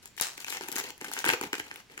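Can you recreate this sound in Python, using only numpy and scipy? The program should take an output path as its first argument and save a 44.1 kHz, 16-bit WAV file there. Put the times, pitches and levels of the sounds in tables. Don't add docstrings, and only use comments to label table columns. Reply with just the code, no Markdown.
import sys
import numpy as np
from scipy import signal
from scipy.io import wavfile
from scipy.ndimage import uniform_filter1d

SR = 44100
rng = np.random.default_rng(int(sys.argv[2]) if len(sys.argv) > 2 else 0)


def dump(signal):
    limited = np.clip(np.atleast_2d(signal).T, -1, 1)
    pcm = np.round(limited * 32767).astype(np.int16)
    wavfile.write(sys.argv[1], SR, pcm)


N = 88200
TIME = np.arange(N) / SR

# start in seconds, flap, knock and crack levels in dB before
# the voice's trim, knock pitch in Hz, crack pitch in Hz.
POPS = [(.0574, -67, -53, -40.5, 2020, 9100), (.167, -63, -70, -49, 2000, 9200),
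        (0.179, -60, -41, -45, 2640, 7060), (0.1993, -77, -33.5, -32, 2650, 4050),
        (0.2207, -49.5, -51, -27.5, 1177, 10500), (0.2259, -61, -41, -33, 2430, 4460),
        (0.2686, -53, -38, -40, 1110, 6500), (0.3792, -51, -43.5, -44, 2500, 7940),
        (0.4036, -70, -60, -41.5, 2400, 7850), (0.446, -61, -36, -38.5, 2620, 7100),
        (.4673, -53, -47, -48, 2200, 4950), (0.4826, -56, -39, -53, 2000, 5000),
        (.5037, -47, -52, -34, 2000, 9900), (0.525, -47, -36.5, -37, 1500, 12000),
        (0.571, -56, -45.5, -36.5, 2600, 4640), (.6105, -45, -37.5, -43.5, 1320, 4370),
        (0.6363, -70, -45.5, -45.5, 1500, 5500), (.6863, -37.5, -43.5, -34, 1590, 11500),
        (0.7177, -47, -46.5, -33.5, 1800, 12700), (.726, -61, -51, -32.5, 1600, 10900),
        (.743, -46.5, -46, -71, 1470, 5000), (0.7577, -51, -46, -31.5, 2500, 10000),
        (0.7645, -61, -38, -29.5, 2060, 6450), (0.7835, -50, -38, -30, 2000, 12500),
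        (0.7882, -57, -42, -33, 2400, 6060), (.8, -51, -34, -32.5, 850, 8100),
        (0.9048, -50, -42.5, -40.5, 2550, 6300), (.9795, -66, -56, -50.5, 2000, 10900),
        (1.0132, -42, -41, -40.5, 2220, 7500), (1.022, -42.5, -43.5, -61, 1600, 4500),
        (1.0448, -58, -39.5, -39.5, 1800, 7200), (1.083, -48.5, -51, -45, 1490, 7000),
        (1.1156, -56, -40, -40, 1600, 12000), (1.1363, -71, -48, -30.5, 2000, 9000),
        (1.167, -65, -36.5, -50, 1680, 5000), (1.176, -41, -36.5, -46, 1260, 6000),
        (1.1896, -60, -41, -31.5, 2800, 6040), (1.2431, -37.5, -26.5, -39, 2120, 7050),
        (1.2518, -44, -40, -30, 2500, 12000), (1.2626, -29.5, -27.5, -31.5, 1600, 7900),
        (1.275, -37, -29, -46, 1880, 4530), (1.2859, -44, -42, -27, 1900, 9900),
        (1.2908, -30, -20, -30, 1680, 11000), (1.3017, -39, -22.5, -31, 1800, 4770),
        (1.3356, -26.5, -26, -31, 1430, 4950), (1.3398, -37, -31, -40, 1460, 4470),
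        (1.4127, -43, -32.5, -33.5, 1090, 8400), (1.4286, -48, -38, -43, 1780, 4570),
        (1.4363, -41, -36, -38.5, 1010, 5000), (1.531, -32, -27.5, -33, 2380, 6660),
        (1.5415, -42, -33, -44, 2500, 5960), (1.5536, -56, -36.5, -39.5, 2200, 6400),
        (1.5819, -44.5, -43, -44, 1900, 7000), (1.5993, -39, -31.5, -42.5, 2150, 5460),
        (1.7132, -53, -37, -49, 1980, 4560), (1.7592, -61, -44, -45.5, 2500, 11000),
        (1.741, -53.5, -63, -48, 2010, 7960), (1.899, -60, -53.5, -66, 2090, 4500),
        (1.978, -53.5, -38.5, -41.5, 1920, 7900), (1.9927, -53, -45, -47, 1680, 5000)]
# start and length in seconds, flap, knock and crack levels in dB before trim.
PULLS = [(0.014, 0.061, -64, -57, -59), (0.164, 0.025, -72, -59, -49), (0.364, 0.067, -66, -49.5, -51.5),
         (0.459, 0.086, -58.5, -43.5, -42), (0.512, 0.069, -53.5, -40, -48.5),
         (0.602, 0.14, -52.5, -46.5, -53), (0.746, 0.07, -46, -38.5, -44), (0.825, 0.079, -50, -44, -49.5),
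         (0.999, 0.1, -52, -46.5, -50.5), (1.111, 0.11, -55, -42, -45), (1.239, 0.103, -40.5, -33.5, -41),
         (1.408, 0.061, -47.5, -45, -51.5), (1.522, 0.088, -51.5, -46.5, -49),
         (1.629, 0.18, -60.5, -53, -59.5), (1.894, 0.13, -59, -56.5, -64.5)]
# frequency in Hz, relative level in dB.
FLAP_EQ = [(20, -33), (60, -19.5), (130, -12), (230, -1.5), (320, 2), (470, 1.5), (620, -12.5), (850, -4.5),
           (1300, -32), (4000, -60)]
KNOCK_EQ = [(100, -36.5), (400, -15), (620, -10), (850, 0.5), (1150, -4), (1650, -1), (2300, 0.5),
            (2900, -1), (3600, -12), (9000, -25), (17000, -69)]
CRACK_EQ = [(200, -43), (1500, -4.5), (3000, 1.5), (4500, 2), (7500, 2), (8800, -4.5), (12000, 0),
            (16000, -6)]
# chatter decay in seconds, click gain over the chatter,
# pop trim in dB, pull trim in dB, left-right likeness, pan to the left in dB.
VOICES = [(0.0026, 0.65, -1.5, -4, 0.85, 0), (0.00098, 0.72, 1, -3, 0.79, 1.5),
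          (0.0013, 0.43, -0.5, 1.5, 0.59, 8)]
FLAP_HZ, PULL_SWELL_DB = 366, 2.5
PULL_ATTACK_S, PULL_RELEASE_S = 0.0094, 0.0064
POP_LEAD_S, RIGHT_LAG_S = 0.002, 0.00019
POP_GAIN = np.sqrt(0.005 * SR)

def foil():
    out = np.zeros((2, N))
    wobble = np.sqrt(N) * unit(uniform_filter1d(rng.standard_normal(N), size=400))
    swell = amp(PULL_SWELL_DB * wobble)
    for k, eq in enumerate([FLAP_EQ, KNOCK_EQ, CRACK_EQ]):
        chatter_s, click, pop_trim_db, pull_trim_db, likeness, pan_db = VOICES[k]
        effort = np.zeros(N)
        for start, length, *levels_db in PULLS:
            attack = np.clip((TIME - start) / PULL_ATTACK_S, 0, 1)
            release = np.exp(-np.maximum(TIME - start - length, 0) / PULL_RELEASE_S)
            effort = np.maximum(effort, amp(levels_db[k] + pull_trim_db) * attack * release)
        clicks = effort * swell * shower(rate_per_s=1100, spread_db=3.5)
        voice = crinkle(clicks, eq, chatter_s, click, likeness)
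        for start, *levels_db, knock_hz, crack_hz in POPS:
            pitch_hz = (FLAP_HZ, knock_hz, crack_hz)[k]
            pop = unit(colour(snap(chatter_s, click, likeness), crease_eq(eq, pitch_hz)))
            add(voice, start - POP_LEAD_S, amp(levels_db[k] + pop_trim_db) * POP_GAIN * pop)
        out += pan(pan_db) * voice
    return out

def snap(chatter_s, click, likeness, rise_s=0.00066, lag_scatter_s=0.00006, size=700):
    t = TIME[:size] - POP_LEAD_S
    chatter = rng.standard_normal((2, size)) * np.sqrt(rng.exponential(1, size))
    envelope = np.exp(-np.maximum(t / chatter_s, -t / rise_s))
    burst = unit(stereo(chatter, likeness) * envelope)
    burst[:, round(POP_LEAD_S * SR)] += click
    lag = max(round((RIGHT_LAG_S + lag_scatter_s * rng.standard_normal()) * SR), 0)
    burst[1] = np.pad(burst[1], (lag, 0))[:size]
    return unit(burst) * POP_GAIN

def shower(rate_per_s, spread_db):
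    hits = rng.random(N) < rate_per_s / SR
    strength = amp(spread_db * np.minimum(rng.exponential(1, N), 4))
    clicks = hits * strength * rng.choice([-1., 1.], N)
    power = abs(uniform_filter1d(clicks ** 2, size=1500))
    return clicks / np.sqrt(power + 1e-4)

def crinkle(clicks, eq, chatter_s, click, likeness, count=10):
    which, out = rng.integers(0, count, N), np.zeros((2, N))
    for k, hz in enumerate(np.geomspace(eq[2][0], eq[-2][0], count)):
        crease = unit(colour(snap(chatter_s, click, likeness), crease_eq(eq, hz)))
        out += signal.oaconvolve((clicks * (which == k))[None], crease)[:, :N]
    return out

def crease_eq(eq, pitch_hz, peak_db=7.5, width_octaves=0.57):
    hz = np.geomspace(20, SR / 2, 120)
    bell = np.exp(-(np.log2(hz / pitch_hz) / width_octaves) ** 2)
    return np.transpose([hz, curve(eq, hz) + peak_db * bell])

# frequency in Hz, relative level in dB.
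SEAM_EQ = [(30, -18), (130, -1), (400, -4), (1100, -1), (2000, -22), (5000, -4), (7500, -7), (10000, 4.5),
           (16000, -1.5)]
SEAM_AT_S = 0.2119

def seam_snap():
    crack = np.zeros((2, N))
    add(crack, SEAM_AT_S - POP_LEAD_S, amp(-21) * snap(chatter_s=0.0002, click=4.0, likeness=0.6))
    return pan(left_db=30) * colour(crack, SEAM_EQ)

# frequency in Hz, relative level in dB.
RIP_EQ = [(60, -35), (300, -6), (600, -6), (1000, -2), (2500, 4.5), (5000, 3), (7500, 4), (9000, -0.5),
          (16000, -9)]

def rip(hold_s=0.0079, decay_s=0.047):
    envelope = (TIME > SEAM_AT_S) * np.exp(-np.maximum(TIME - SEAM_AT_S - hold_s, 0) / decay_s)
    breaks = amp(-30.5) * envelope * shower(rate_per_s=1300, spread_db=4)
    return pan(left_db=2) * crinkle(breaks, RIP_EQ, chatter_s=0.00098, click=0.16, likeness=0.12)

# start in seconds, opening pitch in Hz, level in dB.
BOWS = [(.609, 450, -36.5), (1.02, 302, -40.5), (1.079, 272, -45), (1.262, 122, -60), (1.335, 130, -50.5),
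        (1.337, 380, -34.5), (1.414, 390, -27), (1.438, 320, -36.5), (1.454, 252, -43), (1.467, 181, -44),
        (1.599, 111, -53.5)]

def sheet_bows(rise_cycles=0.5, sag_per_s=11.3):
    out, t = np.zeros((2, N)), TIME[:SR // 20]
    for start, hz, db in BOWS:
        cycles = np.cumsum(hz * np.exp(-sag_per_s * t)) / SR
        envelope = cycles / rise_cycles * np.exp(1 - cycles / rise_cycles)
        add(out, start, amp(db) * (envelope * np.sin(2 * np.pi * cycles))[None])
    return out

# frequency in Hz, seconds to fall 60 dB.
TAIL_T60 = [(250, 0.19), (700, 0.49), (1800, 0.3), (5000, 0.3), (9000, 0.34), (16000, 0.28)]
# frequency in Hz, relative level in dB.
TAIL_EQ = [(50, -10), (200, 0), (400, 5), (1000, 1.5), (3000, 4.5), (7500, 3.5), (9000, -8.5), (16000, 6.5)]
# frequency in Hz, left-right likeness from 0 to 1.
TAIL_LIKENESS = [(100, 0.81), (300, 1), (700, 0.7), (1400, 0), (3000, 0)]
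# delay in seconds, gain.
ECHOES = [(.0022, 0.057), (.0076, 0.069), (0.014, 0.05)]
# pitch in Hz, gain in dB, seconds to fall 60 dB.
RESONANCES = [(302, -10, 0.14), (373.3, -8, 0.14), (416, -4, 0.54), (940, -3.5, 0.17), (1431, -2.5, 0.083),
              (1542, 0.5, 0.13), (1592, 0, 0.11), (2130, -3, 0.11)]

def room_response(tail_db=-8.5, fade_in_s=0.0014):
    t = TIME[:SR // 2]
    hz, when, bands = signal.stft(rng.standard_normal((2, len(t))), SR, nperseg=256)
    hz = hz[:, None]
    decay = amp(curve(TAIL_EQ, hz) - 60 * when / curve(TAIL_T60, hz))
    bands = stereo(bands, curve(TAIL_LIKENESS, hz)) * decay
    tail = signal.istft(bands, SR, nperseg=256)[1][:, :len(t)]
    response = amp(tail_db) * unit(tail * np.clip(t / fade_in_s - 0.5, 0, 1))
    for delay_s, gain in ECHOES:
        response[[0, 1], round(delay_s * SR) + rng.integers(0, 20, 2)] += gain
    stereo_t = t - np.array([[0], [RIGHT_LAG_S]])
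    for ring_hz, db, t60 in RESONANCES:
        damping = np.log(1000) / t60
        ring = np.exp(-damping * t) * np.cos(2 * np.pi * ring_hz * stereo_t)
        response += amp(db) * 2 * damping / SR * ring
    return response

def room(send, cycle_hz=2.478, count=4):
    place = TIME * cycle_hz * count
    out = np.zeros((2, N))
    for k in range(count):
        distance = abs((place - k) % count - count / 2)
        fade = np.cos(np.pi / 2 * np.minimum(distance, 1))
        out += signal.fftconvolve(send[:1] * fade, room_response(), axes=1)[:, :N]
    return out

# frequency in Hz, relative level in dB.
ROOM_TONE_EQ = [(20, -9.5), (55, -1.5), (120, -1), (300, -4.5), (600, -13), (2000, -9.5), (6000, -16),
                (16000, -32)]

def room_tone():
    return amp(-61) * colour(stereo(rng.standard_normal((2, N)), likeness=0.53), ROOM_TONE_EQ)

def amp(db):
    return 10 ** (np.asarray(db) / 20)

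def curve(points, hz):
    points_hz, values = np.transpose(points)
    return np.interp(np.log(hz + 1), np.log(points_hz + 1), values)

def unit(x):
    return x / np.sqrt(np.sum(x ** 2, -1, keepdims=True) + 1e-20)

def add(mix, start_s, sound):
    part = mix[:, max(round(start_s * SR), 0):][:, :sound.shape[1]]
    part += sound[:, :part.shape[1]]

def colour(x, eq, size=4096):
    log_gain = np.log(amp(curve(eq, abs(np.fft.fftfreq(size, 1 / SR)))))
    ring = np.fft.ifft(np.exp(np.conj(signal.hilbert(log_gain)))).real[:size // 2]
    return signal.oaconvolve(x, unit(ring)[None])[:, :N]

def pan(left_db):
    return np.sqrt(2) * unit(amp([left_db / 2, -left_db / 2]))[:, None]

def stereo(noise, likeness):
    likeness = np.clip(likeness, -1, 1)
    return np.array([noise[0], likeness * noise[0] + np.sqrt(1 - likeness ** 2) * noise[1]])

def scene():
    packet = foil() + sheet_bows() + rip()
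    seam = seam_snap()
    send = packet + amp(-6) * seam
    return packet + seam + pan(left_db=-0.2) * room(send) + room_tone()

def record(dry, cutoff_hz=16500):
    lowpass = signal.firwin(255, cutoff_hz, window=("kaiser", 9), fs=SR)
    return signal.oaconvolve(dry, lowpass[None], "same")

dry = scene()
out = record(dry)
dump(out)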